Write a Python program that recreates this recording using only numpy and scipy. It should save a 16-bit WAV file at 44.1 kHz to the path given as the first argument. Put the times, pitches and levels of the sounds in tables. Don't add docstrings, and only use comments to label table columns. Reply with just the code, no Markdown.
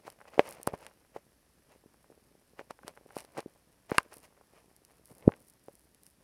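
import sys
import numpy as np
from scipy import signal
from scipy.fft import rfft, irfft, next_fast_len
from scipy.io import wavfile

SR = 44100
rng = np.random.default_rng(int(sys.argv[2]) if len(sys.argv) > 2 else 0)


def persist_wave(psi):
    counts = np.round(np.clip(psi, -1, 1) * 32767).astype(np.int16)
    wavfile.write(sys.argv[1], SR, np.atleast_2d(counts).T)


N = 274787
HIT_SAMPLES = 2048
FREQS_HZ = np.fft.rfftfreq(HIT_SAMPLES, 1 / SR) + 1

# start in seconds, level in dB before the boost, bass edge in Hz,
# treble edge in Hz. The sound is strongest between the edges; a harder touch has a higher treble edge.
KNOCKS = [(.0793, -31, 600, 1100), (.2140, -38, 600, 1800), (.3795, -22, 400, 650), (.3936, -4.5, 720, 620),
          (.3942, -8.5, 1700, 2400), (.4005, -25, 400, 700), (.6744, -12, 90, 1200), (.7360, -29, 80, 450),
          (.7388, -26, 600, 850), (.8658, -33, 1200, 3200), (1.1628, -28, 700, 680),
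          (1.8598, -46, 140, 400), (2.1016, -46, 280, 600), (2.1172, -49, 250, 550),
          (2.1766, -50, 300, 600), (2.5935, -27, 300, 2000), (2.6116, -37, 450, 750),
          (2.7078, -27, 230, 1400), (2.7902, -43, 700, 1700), (2.8338, -42, 900, 1400),
          (2.8465, -44, 130, 300), (2.8801, -31, 350, 1500), (2.9746, -38, 500, 1900),
          (3.0612, -44, 250, 600), (3.1066, -41, 1000, 1600), (3.1669, -23.5, 200, 900),
          (3.3706, -31, 450, 1200), (3.3832, -24.5, 300, 750), (3.3920, -28, 260, 800),
          (3.4603, -32, 240, 400), (3.9166, -20, 600, 1700), (3.9182, -17.5, 110, 600),
          (3.9468, -33, 450, 1200), (3.9819, -20, 50, 600), (4.0056, -34, 700, 1700),
          (4.1248, -40, 800, 1500), (4.4118, -47, 500, 1100), (5.1132, -48, 150, 200),
          (5.2252, -45, 2200, 2600), (5.2910, -26, 500, 1100), (5.3207, -34, 2600, 1750),
          (5.3386, -38, 2600, 2050), (5.6842, -35, 1400, 580)]
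# pitch in Hz, relative level in dB, seconds to fade by 60 dB.
CASE_NOTES = [(470, 0, .045), (590, 0, .05), (850, -1, .04), (1080, -5, .03), (1620, -9, .025),
              (2150, -10, .02), (2800, -15, .015)]
# time of its middle in seconds, peak in dB, bass edge in Hz, treble edge in Hz.
THUMP = (5.2793, -.1, 165, 540)
# start in seconds, peak in dB, treble edge in Hz.
SNAP_HIT = (3.9822, -6.3, 11500)
# pitch in Hz, relative level in dB, seconds to fade by 60 dB.
SNAP_NOTES = [(1030, -2, .020), (1220, -2, .016), (1590, -1, .014), (2130, -6, .012), (2700, -6, .012),
              (4700, -7, .004), (9900, 0, .002)]
# start in seconds, peak in dB, added brightness in dB per octave.
TICKS = [(.1020, -33, 2), (.5253, -31, 2), (.6312, -25, 7), (.6708, -22, 5), (.6742, -15, 3),
         (.8660, -30, -2), (2.7098, -31, -3), (2.8802, -23, -2.5), (3.1785, -31, 2), (3.1866, -29, -1),
         (3.2053, -31, 2), (3.2499, -38, -1), (3.3768, -32, -1), (3.4047, -30, -1), (3.9094, -33, 3),
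         (3.9826, -14, -.5), (4.0309, -40, 3), (4.1330, -37, 2), (4.1696, -36, 1), (4.7646, -41, 4),
         (4.8501, -37, 4), (5.9473, -41, 3), (6.0660, -37, 3)]
# frequency in Hz, relative level in dB.
TICK_TONE = [(200, -25), (1200, -5), (2800, -2), (3500, -8), (4300, -2), (5500, -1), (6400, -7), (7700, -6),
             (9000, 2), (11000, -1), (12500, -8), (14800, -11), (16000, -22)]
# loudest moment in seconds, rub level in dB, swell plus fade time in seconds,
# added brightness in dB per octave, crackle level in dB.
SCUFFS = [(.072, -50, .028, 1.5, -64), (.283, -54, .023, 1, -72), (.345, -52, .03, 1.5, -70),
          (.399, -35, .015, 1, -66), (.475, -48, .11, .9, -61), (.686, -42, .03, -1.5, -70),
          (.742, -41, .017, -3, -76), (.835, -53, .07, .5, -67), (1.164, -51, .026, 0, -68),
          (1.720, -59, .04, 1, -70), (2.597, -48, .021, 1, -74), (2.708, -49, .012, 1, -68),
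          (2.879, -48, .032, 0, -62), (3.184, -50, .044, 2, -51), (3.386, -37.5, .026, .3, -58),
          (3.900, -45, .01, 1.5, -70), (3.921, -43, .02, 1.5, -67), (3.950, -44, .026, 2, -65),
          (3.985, -44, .028, 2.5, -55), (4.130, -52, .025, 2, -65), (4.243, -56, .023, 4, -58),
          (4.575, -59, .055, 1, -72), (5.281, -39, .024, -11, -78), (5.275, -55, .14, -4.5, -78)]
# time in seconds, relative pressing level in dB, relative crackle in dB.
GRIP = [(0.0, -67, -74), (0.1, -68, -74), (0.28, -60, -73), (0.59, -57, -67), (0.73, -58, -69),
        (0.88, -67, -74), (1.28, -74, -77), (2.03, -71, -76), (2.48, -73, -76), (3.3, -63, -73),
        (3.63, -73, -76), (3.92, -73, -77), (4.09, -65, -74), (4.34, -69, -77), (4.87, -72, -75),
        (5.27, -64, -73), (5.46, -75, -75), (6.23, -74, -77)]
# frequency in Hz, relative level in dB.
RUB_TONE = [(30, -32), (70, -10), (160, -7), (280, -8), (430, -1), (560, 2), (750, -3), (1000, -4),
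            (1400, -11), (2200, -11), (2900, -15), (3500, -24), (5200, -23), (12000, -38)]
# start in seconds, end in seconds, average level in dB.
PEELS = [(.46, .56, -57), (4.12, 4.27, -64), (5.04, 5.22, -67), (5.39, 5.55, -68), (5.61, 5.87, -72),
         (6.02, 6.12, -68)]
# frequency in Hz, seconds to fade by 60 dB.
ROOM_FADE = [(100, .5), (600, .5), (2500, .4), (12000, .2)]
# frequency in Hz, relative level in dB.
AIR_TONE = [(15, -35), (25, -5), (64, 1), (108, -4), (301, -4), (754, -13), (1400, -15), (1790, -13),
            (2110, -17), (3820, -20), (5430, -17), (7110, -23), (10700, -16), (14800, -26), (16000, -35)]


def knocks(bass_slope=2.1, treble_slope=4.4, leak_db=-45, push_db=-24, boost_db=1):
    out, t = np.zeros(N), np.arange(HIT_SAMPLES) / SR
    note_hz, note_db, fade_s = np.transpose(CASE_NOTES)[:, :, None]
    fading = amp(note_db - 60 * t / fade_s)
    spots = rng.standard_normal(size=(200, 2, len(CASE_NOTES), 1))
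    for (s, db, bass_hz, treble_hz), (louder, detune) in zip(list(KNOCKS) + nudges(), spots):
        bass_cut = roll_off(bass_hz / FREQS_HZ, bass_slope) + amp(push_db) * FREQS_HZ / (FREQS_HZ + 90)
        treble_cut = roll_off(FREQS_HZ / treble_hz, treble_slope) + amp(leak_db) / (1 + FREQS_HZ / 3000)
        push = peak_to_one(pulse(bass_cut * treble_cut))
        notes = fading * amp(2.5 * louder) * np.sin(2 * np.pi * note_hz * (1 + .03 * detune) * t)
        ring = peak_to_one(signal.fftconvolve(push, notes.sum(0))[:HIT_SAMPLES])
        ring_db = -12.5 + 2 * np.log2(bass_hz / 400) - .15 * (db + 35)
        add(out, s, amp(db + boost_db) * peak_to_one(push + amp(ring_db) * ring))
    return out


def nudges(per_s=9, rest_db=-72.5, spread_db=3, bass_hz=330, treble_hz=900):
    delay, strength, hardness = rng.random((120, 3)).T
    s = (np.arange(len(delay)) + delay) / per_s
    press_db = np.interp(s, *np.transpose(GRIP)[:2]) - rest_db
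    db = -54 + .9 * press_db + spread_db * (2 * strength - 1)
    shift = 2 ** (2 * hardness - 1)
    rows = np.transpose([s, db, bass_hz * shift, treble_hz * shift])
    return list(rows[(press_db > 0) & (s < N / SR)])


def thump(bass_slope=1.8, treble_slope=6, pad_hz=150, leak_db=-35, phase_radians=.25):
    s, db, bass_hz, treble_hz = THUMP
    bass_cut = roll_off(bass_hz / FREQS_HZ, bass_slope)
    treble_cut = roll_off(FREQS_HZ / treble_hz, treble_slope) + amp(leak_db) / (1 + (FREQS_HZ / 2500) ** 4)
    padding = roll_off(FREQS_HZ / pad_hz, 1)
    bump = np.fft.fftshift(irfft(bass_cut * treble_cut * padding * np.exp(1j * phase_radians)))
    out = np.zeros(N)
    add(out, s - HIT_SAMPLES / 2 / SR, amp(db) * peak_to_one(bump))
    return out


def snap(lowest_hz=900):
    out, t = np.zeros(N), np.arange(HIT_SAMPLES) / SR
    s, db, treble_hz = SNAP_HIT
    clack = sum((-1) ** k * amp(note_db - 60 * t / fade_s) * np.sin(2 * np.pi * hz * t)
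                for k, (hz, note_db, fade_s) in enumerate(SNAP_NOTES))
    band = signal.butter(4, [lowest_hz, treble_hz], "bandpass", fs=SR, output="sos")
    add(out, s, amp(db) * peak_to_one(signal.sosfilt(band, clack)))
    return out


def ticks(chatter_db=-17, chatter_s=.0009):
    out, t = np.zeros(N), np.arange(HIT_SAMPLES) / SR
    octaves_up = np.log2(np.maximum(FREQS_HZ, 1000) / 1000)
    for s, db, brightness in TICKS:
        slip = amp(chatter_db) * rng.standard_normal(HIT_SAMPLES) * np.exp(-t / chatter_s)
        slip[0] = 1
        click = pulse(amp(look_up(TICK_TONE, FREQS_HZ) + brightness * octaves_up))
        add(out, s, amp(db) * peak_to_one(signal.fftconvolve(slip, click)[:HIT_SAMPLES]))
    return out


def scuffs(slips_per_s=2000, crackles_per_s=900, swell_share=.48):
    out, t = np.zeros(N), np.arange(-SR // 5, SR // 5) / SR
    for s, db, length_s, brightness, crackle_db in SCUFFS:
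        rise_s, fall_s = length_s * swell_share, length_s * (1 - swell_share)
        speed = np.exp(np.minimum(t / rise_s, -t / fall_s)) * signal.windows.tukey(len(t), .2)
        rub = with_tone(clicks(slips_per_s, len(t), spread_db=3.5), tilted(RUB_TONE, brightness))
        crackle = with_tone(clicks(crackles_per_s, len(t), spread_db=5.5), tilted(TICK_TONE, -.5))
        add(out, s + t[0], speed * (amp(db) * rub + amp(crackle_db) * crackle))
    return out


def rubbing(dull_trim_db=-4.7, crackle_trim_db=-4.3, uneven_db=2.2, pads_db=-74.5):
    s, press_db, crackle_db = np.transpose(GRIP)
    t = np.arange(N) / SR
    sticking_db = uneven_db * wander(60, t)
    dull = with_tone(clicks(700, N, spread_db=4.5), RUB_TONE)
    dull *= amp(np.interp(t, s, press_db) + dull_trim_db + sticking_db)
    crackle = with_tone(clicks(500, N, spread_db=5.5), tilted(TICK_TONE, 3))
    crackle *= amp(np.interp(t, s, crackle_db) + crackle_trim_db + sticking_db)
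    pad_tone = [(30, -25), (150, 0), (400, -8), (1200, -28), (5000, -60)]
    pads = with_tone(clicks(70, N, spread_db=3), pad_tone)
    return dull + crackle + amp(pads_db) * pads


def peeling(per_s=170, db_per_octave=7):
    out = np.zeros(N)
    for start, end, db in PEELS:
        size = round((end - start) * SR)
        run = clicks(per_s, size, spread_db=5) * signal.windows.tukey(size, .2)
        add(out, start, amp(db) * with_tone(run, tilted(TICK_TONE, db_per_octave)))
    return out


def room_echo(x):
    hz, t, noise = signal.stft(rng.standard_normal(SR // 2), SR, nperseg=256)
    sent_tone = [(100, -16), (250, -10), (550, 0), (1200, -5), (3000, -8), (10000, -12)]
    tail_db = look_up(sent_tone, hz)[:, None] - 60 * t / look_up(ROOM_FADE, hz)[:, None]
    tail = signal.istft(noise * amp(tail_db), SR, nperseg=256)[1]
    return signal.fftconvolve(x, tail / np.linalg.norm(tail))[:N]


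def air(noise_db=-70.5, hum_hz=60, hum_db=-82):
    hum = amp(hum_db) * average_to_one(np.sin(2 * np.pi * hum_hz * np.arange(N) / SR))
    return amp(noise_db) * with_tone(rng.standard_normal(N), AIR_TONE) + hum


def amp(db):
    return 10 ** (np.asarray(db) / 20)


def average_to_one(x):
    return x / np.sqrt(np.mean(x ** 2) + 1e-20)


def peak_to_one(x):
    return x / abs(signal.hilbert(x)).max()


def roll_off(ratio, slope):
    return 1 / np.sqrt(1 + ratio ** (2 * slope))


def look_up(table, hz):
    row_hz, value = np.transpose(table)
    return np.interp(np.log(hz + 1), np.log(row_hz + 1), value)


def tilted(tone, db_per_octave):
    return [(hz, db + db_per_octave * np.log2(max(hz, 200) / 1000)) for hz, db in tone]


def with_tone(x, tone):
    size = next_fast_len(len(x), True)
    gain = np.interp(np.fft.rfftfreq(size, 1 / SR), FREQS_HZ, amp(look_up(tone, FREQS_HZ)))
    return average_to_one(irfft(rfft(x, size) * gain, size)[:len(x)])


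def pulse(gain):
    log_gain = np.log(np.maximum(gain / gain.max(), 1e-4))
    mirrored = np.concatenate([log_gain, log_gain[-2:0:-1]])
    spectrum = np.exp(signal.hilbert(mirrored).conj())[:len(gain)]
    fade = np.exp(-(np.arange(HIT_SAMPLES) / 600) ** 4)
    return fade * irfft(spectrum)


def wander(rate_hz, t):
    points = rng.standard_normal(1000)
    return average_to_one(np.interp(t * rate_hz, np.arange(len(points)), points))


def clicks(per_s, size, spread_db):
    chance, strength = rng.random((2, size))
    at, out = np.flatnonzero(chance < per_s / SR), np.zeros(size)
    click_db = spread_db * np.minimum(-np.log(1 - strength[at]), 4)
    out[at] = (-1.) ** at * amp(click_db)
    return out


def add(mix, s, sound):
    start = round(s * SR)
    sound = sound[max(-start, 0):]
    part = mix[max(start, 0):][:len(sound)]
    part += sound[:len(part)]


def scene(echo_db=-45):
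    handling = knocks() + ticks() + snap() + scuffs() + rubbing() + peeling()
    return (handling + thump() + amp(echo_db) * room_echo(handling) + air())[None]


def record(dry, highest_hz=16200):
    low_pass = signal.firwin(511, highest_hz, window=("kaiser", 9), fs=SR)
    return signal.oaconvolve(np.clip(dry, -1, 1), low_pass[None], "same")


dry = scene()
out = record(dry)
persist_wave(out)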